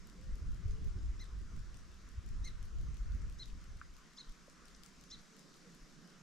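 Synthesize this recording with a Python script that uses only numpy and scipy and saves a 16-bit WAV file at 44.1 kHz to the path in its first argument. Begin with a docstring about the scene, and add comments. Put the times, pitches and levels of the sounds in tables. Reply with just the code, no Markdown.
"""A mountain lake shore in light wind, over a steady bed of low air, far forest and leaf hiss.
From the start two gusts (shaped noise, swinging thumps) buffet the microphone for four seconds, while a
flying grasshopper snaps its wings in pairs (noise bursts) to the end, among faint moans and dry ticks.
From 1.2 s a chipmunk gives five arched chirps (four partials) slightly to the left; water plops (gliding
sines) at 3.8 and 4.5 s. The wind drops at about 4 s, between the plops; air and leaves then stand out."""
import sys
import numpy as np
from scipy import signal
from scipy.fft import rfft, irfft, next_fast_len
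from scipy.io import wavfile
from scipy.ndimage import uniform_filter1d, map_coordinates

SR = 44100
rng = np.random.default_rng(int(sys.argv[2]) if len(sys.argv) > 2 else 0)


def int16_out(signal):
    """Quantize to a 16-bit WAV file."""
    q = np.round(np.clip(np.atleast_2d(signal).T, -1, 1) * 32767)
    wavfile.write(sys.argv[1], SR, q.astype(np.int16))


N = 274652
TOP_HZ = 15650

# wind
FLUTTER_DB, FLICKER_DB = -8, 1.8  # flutter under the rumble; depth of its fast flicker
FLUTTER_ONSET_DB, FLUTTER_TOP_DB = -66, -36.5  # wind strengths where flutter sets in and levels off
LUMP_DB, LUMPS_PER_S = 4.5, 14  # turbulence within a gust: depth and rate
THUMP_CYCLES = 0.56  # half length of a thump, in cycles

FAR_AIR_DB = -69

# grasshopper
BEAT_S, SECOND_SNAP_S = 0.172, 0.027  # nominal beat spacing; first to second snap of a beat
FILL_BEAT_DB, SNAP_SCATTER_DB = -64.5, 2.2  # relative level of fill-in beats; spread from snap to snap
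SNAP_T60_S = 0.0045

# chipmunk
TREMBLE_DB, GRAIN = 1.1, 0.3  # depths of random level flutter and of roughness


def amp(db):
    """Decibels to gain."""
    return 10 ** (np.asarray(db) / 20)


def unit(x):
    """Scaled to rms 1."""
    return x / np.sqrt(np.mean(x ** 2) + 1e-20)


def along(points, hz):
    """(Hz, value) points interpolated on a log-frequency axis."""
    f, v = np.transpose(points)
    return np.interp(np.log(hz + 1), np.log(f + 1), v)


def curves(rows):
    """One value per sample for each column after the time."""
    s, *cols = np.transpose(rows)
    return [np.interp(np.arange(N) / SR, s, c) for c in cols]


def wobble(rate):
    """A smooth random curve, rate knots a second."""
    knots = rng.standard_normal(int(N * rate / SR) + 4)
    return map_coordinates(knots, [np.arange(N) * rate / SR])


def band(hz, centre_hz, octaves):
    """A bell of gain on a log-frequency axis."""
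    return np.exp(-(np.log2((hz + 1) / centre_hz) / octaves) ** 2)


def filtered(x, response):
    """x times a complex response of frequency."""
    m = next_fast_len(N + SR // 2)
    return irfft(rfft(x, m) * response(np.fft.rfftfreq(m, 1 / SR)), m)[..., :N]


def placed(x, left_db, lead_s=0):
    """Mono to stereo, left_db louder and lead_s earlier on the left."""
    sides = np.array([[0.5], [-0.5]])
    return filtered(x, lambda hz: amp(sides * left_db) * np.exp(2j * np.pi * hz * sides * lead_s))


def rush(spectrum, alike, patchy_db):
    """Stereo noise scaled to rms 1, with random time-frequency patches and set left-right likeness."""
    z = signal.stft(rng.standard_normal((2, N)), nperseg=512)[2]
    field = uniform_filter1d(rng.standard_normal(z.shape[1:]), size=6, axis=0)
    field = uniform_filter1d(field, size=14, axis=1)
    pair = signal.istft(z * amp(patchy_db * unit(field)), nperseg=512)[1][:, :N]

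    def mid_side(hz):
        turn = np.arccos(np.clip(along(alike, hz), -1, 1)) / 2
        return amp(along(spectrum, hz)) * [np.cos(turn), np.sin(turn)]

    mid, side = filtered(pair, mid_side)
    return np.array([mid + side, mid - side]) / np.std(mid)


def woods(x, build_s):
    """Trunks scatter a sound into a soft tail that builds up and dies away."""
    # decay among the trunks: (frequency [Hz], t60 [s])
    decay_t60 = [(500, 0.25), (4000, 0.23), (12000, 0.11)]
    hz, t, z = signal.stft(rng.standard_normal((2, SR // 2)), SR, nperseg=256)
    fade = amp(-60 * t / along(decay_t60, hz)[:, None]) * (1 - np.exp(-t / build_s))
    tail = signal.istft(z * fade, SR, nperseg=256)[1]
    return signal.fftconvolve(x, tail / np.linalg.norm(tail[0]), axes=1)[:, :N]


def scattered(x, spread_s, spectrum, alike, patchy_db):
    """Foliage returns the energy of a sound as a hiss, smeared over several spread_s."""
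    age = np.arange(SR // 3) / SR
    spread = age ** 2 * np.exp(-age / spread_s)
    echo = np.sqrt(np.abs(signal.fftconvolve(x ** 2, spread / spread.sum())[:N]))
    return echo * rush(spectrum, [(8000, alike)], patchy_db)


def crackles(rows, t60):
    """One decaying noise burst of set energy, cut at 25 ms, for each (s, dB) row."""
    out, t = np.zeros(N + SR), np.arange(SR // 40) / SR
    bursts = rng.standard_normal((len(rows), len(t))) * amp(-60 * t / t60)
    for (s, db), burst in zip(rows, bursts):
        out[round(s * SR):][:len(t)] += amp(db) * burst / np.linalg.norm(burst)
    return out[:N]


def shore():
    """The outdoor bed: a low murmur of air, wind in the far forest, and dry leaves hissing."""
    # leaf rustle: (time [s], relative level [dB])
    breeze = [(0, -73), (3.9, -73), (5.6, -70.5), (6.23, -72.5)]
    # low air murmur: (time [s], level [dB])
    murmur = [(0, -64), (4.2, -65.5), (6.23, -62)]
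    # noise spectra: (frequency [Hz], relative level [dB])
    low_spectrum = [(20, 1), (60, -19.5), (110, -24), (140, -2), (175, 2), (250, -6), (400, -11),
                    (600, -18), (900, -24.5), (2000, -55)]
    far_spectrum = [(410, -49), (700, -10), (826, -15), (1010, -2), (1190, 0.5), (1400, 1), (1650, -2),
                    (1960, -4), (2020, -4), (2360, -7), (3200, -9), (4160, -17), (7040, -120)]
    leaf_spectrum = [(1500, -44), (2800, -17), (3600, -2), (5400, 3), (6800, 0.5), (8200, -6.5),
                     (10000, -12.5), (11000, -17.5), (12200, -13.5), (13200, -25), (15500, -48)]
    # left-right likeness: (frequency [Hz], correlation [0-1])
    likeness = [(60, 0.56), (150, 1), (380, 0.18), (950, 0.64), (2380, 0.58), (5980, 0.7), (15000, 0.2)]
    # stereo balance: (frequency [Hz], left minus right [dB])
    balance = [(100, -2.5), (600, -4), (1300, 0), (2400, 1.5), (4400, 0.5), (8000, 3), (14000, 4)]
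    leaves_db, = curves(breeze)
    murmur_db, = curves(murmur)
    low = amp(murmur_db + 0.35 * wobble(7.8)) * rush(low_spectrum, [(200, 0.67)], patchy_db=1.5)
    far = amp(FAR_AIR_DB + 0.18 * wobble(3.37)) * rush(far_spectrum, likeness, patchy_db=1.55)
    leaves = amp(leaves_db + 1.5) * rush(leaf_spectrum, likeness, patchy_db=1.0)
    sides = np.array([[0.5], [-0.5]])
    return filtered(low + far + leaves, lambda hz: amp(sides * along(balance, hz)))


def eddies(spectrum, alike):
    """Low turbulence whose slow swells are evened out, so that the gusts set its strength."""
    noise = rush(spectrum, [(50, alike)], patchy_db=3.5)
    power = uniform_filter1d(noise.mean(axis=0) ** 2, size=3000)
    return noise / np.sqrt(np.abs(power) + 0.023)


def wind():
    """Gusts rumble on the microphone ports; smaller, faster eddies set in above a threshold strength."""
    # wind strength at the microphone: (time [s], relative level [dB])
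    gusts = [(0.0, -51), (0.23, -52.5), (0.32, -41.5), (.47, -41), (.58, -41), (.7, -39), (1.08, -39),
             (1.2, -44), (1.3, -45.5), (1.65, -44.5), (1.85, -55.5), (2.1, -50.5), (2.19, -43), (2.75, -42),
             (3.1, -39.5), (3.3, -44.5), (3.88, -51), (4.08, -69), (4.4, -63), (5.2, -62), (5.38, -82),
             (5.8, -65.5), (6.23, -85)]
    # eddy spectra: (frequency [Hz], relative level [dB])
    rumble_spectrum = [(10, -5.5), (22, 2), (32, -3.5), (45, 1.5), (60, 3.5), (85, -22.5), (300, -85)]
    flutter_spectrum = [(35, -11.5), (55, 2), (78, 0), (105, -6), (140, -11), (200, -18.5), (320, -27.5),
                        (600, -46.5), (1500, -80)]
    strength_db, = curves(gusts)
    lumps_db = LUMP_DB * np.tanh(wobble(LUMPS_PER_S))
    rumble = amp(strength_db + lumps_db - 1.5) * eddies(rumble_spectrum, alike=0.4)
    slow = filtered(rumble, lambda hz: 1 / (1 + (hz / 56) ** 12))
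    excess = np.maximum(amp(strength_db) - amp(FLUTTER_ONSET_DB), 0)
    levelled = excess / np.hypot(1, excess / amp(FLUTTER_TOP_DB))
    flicker_db = FLICKER_DB * np.tanh(wobble(24.8))
    fast = levelled * amp(FLUTTER_DB + lumps_db + flicker_db)
    return slow + fast * eddies(flutter_spectrum, alike=0.56)


def thumps():
    """A large eddy passes the ports as one swing of pressure, a little differently at each."""
    # single eddies: (time [s], pitch [Hz], level [dB])
    large_eddies = [(0.339, 42, -34.5), (.426, 59.3, -31.5), (.492, 200, -46), (0.661, 78.6, -28),
                    (.738, 34, -29.5), (.83, 131, -41), (0.966, 71, -34), (1.065, 48.3, -32),
                    (1.1, 45, -29), (2.186, 60.3, -33), (2.42, 54.6, -32.5), (2.888, 97, -39.5),
                    (3.017, 36.4, -32), (3.113, 47.7, -35), (3.155, 45.4, -33), (4.3, 24.8, -40.5),
                    (5.831, 28, -49.5)]
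    t, out = np.arange(N) / SR, np.zeros((2, N))
    turns_rad = 0.5 * rng.standard_normal((len(large_eddies), 2, 1))
    for (s, hz, db), turn_rad in zip(large_eddies, turns_rad):
        cycles = hz * (t - s)
        swing = np.sin(2 * np.pi * cycles + turn_rad)
        out += amp(db) * np.exp(-(cycles / THUMP_CYCLES) ** 2) * swing
    return out


def moans():
    """A faint tone, perhaps air in the branches, swells and fades; its pitch arches with it."""
    # distant tones: (time [s], crest pitch [Hz], half length [s], crest rms level [dB])
    tones = [(.26, 527, 0.13, -74.5), (.79, 439.4, 0.27, -68), (5.34, 446, 0.044, -71),
             (5.67, 472.5, 0.022, -66)]
    t, out = np.arange(N) / SR, np.zeros(N)
    waver = 1 + 0.023 * wobble(70)
    for s, crest_hz, half_s, db in tones:
        swell = np.exp(-((t - s) / half_s) ** 2)
        arch = 1 - 0.36 * (1 - np.exp(-((t - s) / 0.22) ** 2))
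        phase = 2 * np.pi * np.cumsum(crest_hz * waver * arch) / SR
        out += np.sqrt(2) * amp(db) * swell * np.sin(phase)
    return out


def dry_ticks():
    """Dry ticks, one of them (3.48 s) a grasshopper wing snap: noise bursts, each with a pitch and decay."""
    # ticks: (time [s], relative level [dB], pitch [Hz], t60 [s])
    tick_rows = [(1.254, -56, 4200, .005), (3.218, -59.5, 5650, 0.044), (3.4405, -63, 4900, .008),
                 (3.4805, -60, 4400, .014), (3.5, -56.5, 3300, 0.044), (4.748, -54, 4800, .025),
                 (4.7634, -65, 7000, .012), (5.1934, -57, 4900, .05)]
    ticks = np.zeros(N)
    for s, db, pitch_hz, t60_s in tick_rows:
        ticks += filtered(crackles([(s, db)], t60_s), lambda hz: band(hz, pitch_hz, octaves=0.64))
    direct = placed(amp(25) * ticks, left_db=6)
    return direct + amp(-11) * woods(direct, build_s=0.0041)


def water():
    """A small pocket of air closes at the rocks and rings for a few cycles."""
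    # air pockets: (time [s], nominal pitch [Hz], length [s], level [dB], glide [octaves per length])
    pockets = [(3.8125, 2350, .003, -55, -.5), (3.8137, 1390, 0.0041, -38, -0.043),
               (3.82, 1750, 0.005, -57, -0.67), (4.478, 553, 0.0096, -53.5, -0.084)]
    t, plops = np.arange(N) / SR, np.zeros(N)
    for s, hz, length_s, db, glide in pockets:
        u = np.clip((t - s) / length_s, 0, 1)
        cycles = hz * length_s * u * 2 ** (glide * (u - 1) / 2)
        plops += amp(db) * np.sin(np.pi * u) ** 2 * np.sin(2 * np.pi * cycles)
    direct = placed(plops, left_db=2.0)

    def echoes(hz):
        later = amp(-16) * np.exp(-2j * np.pi * hz * 0.00583)
        sooner = amp(-20) * np.exp(-2j * np.pi * hz * 0.0053)
        return later + sooner

    rocks = filtered(direct, echoes)
    return direct + rocks + amp(-17) * woods(direct, build_s=0.003)


def wing_snaps():
    """(s, dB) of every snap: beats of one fixed level fill the gaps between set ones; each snaps twice."""
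    # wingbeats with set times and levels: (time [s], relative level [dB])
    set_beats = [(0.072, -57), (.356, -63.5), (.846, -61), (1.2148, -61), (1.565, -61.5), (1.744, -58.5),
                 (2.263, -59.5), (2.449, -58.5), (2.628, -59), (2.9434, -58.5), (3.121, -62), (3.2985, -62),
                 (3.4578, -60.5), (3.7713, -65), (4.1082, -65), (4.2961, -61.5), (4.4718, -63),
                 (4.656, -57), (4.8352, -54), (5.012, -59), (5.367, -58.5), (5.5418, -62), (5.722, -61.5),
                 (6.0752, -65)]
    beats = list(set_beats)
    for (start, _), (end, _) in zip(set_beats, set_beats[1:]):
        count = max(round((end - start) / BEAT_S), 1)
        beats += [(start + (end - start) * k / count, FILL_BEAT_DB) for k in range(1, count)]
    scatter_db = SNAP_SCATTER_DB * rng.standard_normal((len(beats), 2))
    return [(s + k * SECOND_SNAP_S, db + off_db[k])
            for (s, db), off_db in zip(beats, scatter_db) for k in range(2)]


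def grasshopper():
    """Wing membranes snap taut in brief bright crackles, and the trees answer with a soft hiss."""
    # snap colour: (frequency [Hz], gain [dB])
    wing_colour = [(1000, -51), (2500, 3), (4000, 3), (7500, 3.5), (10000, -2.5), (12000, -1.5),
                   (13500, -12), (15500, -16)]
    # colour of the echo in the trees: (frequency [Hz], relative level [dB])
    echo_colour = [(1500, -7), (3500, -0.5), (7000, 3), (10000, -6), (12200, -4.5), (13300, -23),
                   (15500, -17)]
    bursts = crackles(wing_snaps(), t60=SNAP_T60_S)
    snaps = amp(13.0) * filtered(bursts, lambda hz: amp(along(wing_colour, hz)))
    hiss = amp(1.5) * scattered(snaps, spread_s=0.008, spectrum=echo_colour, alike=0.14, patchy_db=5.5)
    return placed(snaps, left_db=19.5) + placed(hiss, left_db=3.5)


def chipmunk():
    """Each chirp is one arch of pitch: a raspy squeak in the upper partials opens, the second one leads."""
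    # chirps: (crest time [s], crest pitch [Hz], rise [s], fall [s], pitch depth of the rise [0-1],
    #   rasp [0-1], partials 1, 2, 3 relative levels [dB, dB, dB], swell of partial 2 at the crest [dB],
    #   squeak relative level [dB], squeak lead [s], squeak half length [s])
    chirps = [(1.214, 2094, .027, 0.028, 0.2, 0.14, -62.5, -58.5, -63, 4.5, -67, 0.016, .005),
              (2.464, 2133, .032, .033, 0.15, 0.26, -60.5, -54.5, -59, 5, -57.5, 0.015, 0.0079),
              (3.413, 2080, 0.0257, .030, .08, 0.33, -68.5, -49.5, -74, 2, -64, .019, 0.01),
              (4.195, 2160, .022, .0255, .25, 0.3, -72, -48, -63, -0.5, -62, 0.021, .0078),
              (5.132, 2088, 0.029, 0.022, 0.22, .5, -69.5, -51, -63, 2, -56.5, 0.021, 0.0097)]
    # throat colour: (frequency [Hz], gain [dB])
    throat = [(2000, 0.5), (3400, -1), (4000, -1), (4350, -10), (5100, 3), (6000, -4), (6700, -1),
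              (7600, -18), (10000, 1)]
    # colour of the echo in the leaves: (frequency [Hz], relative level [dB])
    echo_colour = [(1500, -14), (2900, -16), (3600, -1), (4200, -2), (5000, -7), (6500, -14), (8500, -41)]
    t, voice = np.arange(N) / SR, np.zeros(N)
    jitter, tremble = 0.009 * wobble(500), amp(TREMBLE_DB * wobble(300))
    grit, grain = wobble(1500), GRAIN * wobble(1100)
    for (s, crest_hz, rise_s, fall_s, depth, rough, first_db, second_db, third_db,
         swell_db, squeak_db, lead_s, squeak_s) in chirps:
        now = np.abs(t - s) < 0.06
        age = t[now] - s
        u = age / np.where(age < 0, rise_s, fall_s)  # -1 at the start, 0 at the crest, 1 at the end
        away = np.minimum(np.abs(u), 1.2)
        rasp = rough * grit[now] * (0.65 + away ** 2)  # clearest at the crest, hoarse at both ends

        rise_sag = depth * np.sin(np.pi / 2 * np.minimum(away, 1) ** 1.15) ** 2
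        sag = np.where(u < 0, rise_sag, 0.187 * away ** 2.0)
        phase = 2 * np.pi * np.cumsum(crest_hz * (1 - sag + jitter[now])) / SR

        body = np.exp(-np.abs((u - 0.09) / 0.73) ** 6)
        crest = np.exp(-(age / 0.0059) ** 2)
        opening = 0.12 * np.exp(-((u + 0.75) / 0.34) ** 2)  # partial 2 creeps in under the squeak
        squeak = amp(squeak_db) * np.exp(-np.abs((age + lead_s) / squeak_s) ** 3)

        first = amp(first_db) * np.exp(-np.abs((u - 0.2) / 0.77) ** 2) * np.sin(phase + rasp)
        second_shape = body * (1 + 0.08 * np.tanh(2 * u)) + opening
        second = amp(second_db + swell_db * crest) * second_shape * np.sin(2 * phase + rasp / 2)
        third_level = amp(third_db - 2.5 + 2.8 * crest) * body + squeak
        third = third_level * np.sin(3 * phase + 3 * rasp / 2)
        fourth_level = amp(third_db - 11.0) * body + amp(-1.5) * squeak
        fourth = fourth_level * np.sin(4 * phase + 2 * rasp)
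        partials = first + (1 + rough * grain[now]) * second + (1 + rasp) * (third + fourth)
        voice[now] += np.sqrt(2) * tremble[now] * partials
    voice = filtered(voice, lambda hz: amp(along(throat, hz)))

    # air forced through the narrow throat hisses along with the tone
    effort = np.sqrt(np.abs(uniform_filter1d(voice ** 2, size=200)))
    noise = rng.standard_normal(N)
    hiss = unit(filtered(noise, lambda hz: band(hz, centre_hz=4940, octaves=0.65)))
    direct = placed(voice + amp(-17.0) * effort * hiss, left_db=1.0, lead_s=2e-5)

    echo = scattered(voice, spread_s=0.016, spectrum=echo_colour, alike=0.54, patchy_db=3)
    leaves = amp(-16.5 + 2.5 * wobble(130)) * echo
    trunks = amp(-14.5) * woods(direct, build_s=0.0024)
    return direct + leaves + trunks


def scene():
    """Everything heard from the rocks at the water's edge."""
    background = shore() + wind() + thumps() + moans()
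    return background + dry_ticks() + water() + grasshopper() + chipmunk()


def record(dry):
    """A sharp band limit: nothing passes at or above TOP_HZ."""
    return filtered(dry, lambda hz: hz < TOP_HZ)


dry = scene()
out = record(dry)
int16_out(out)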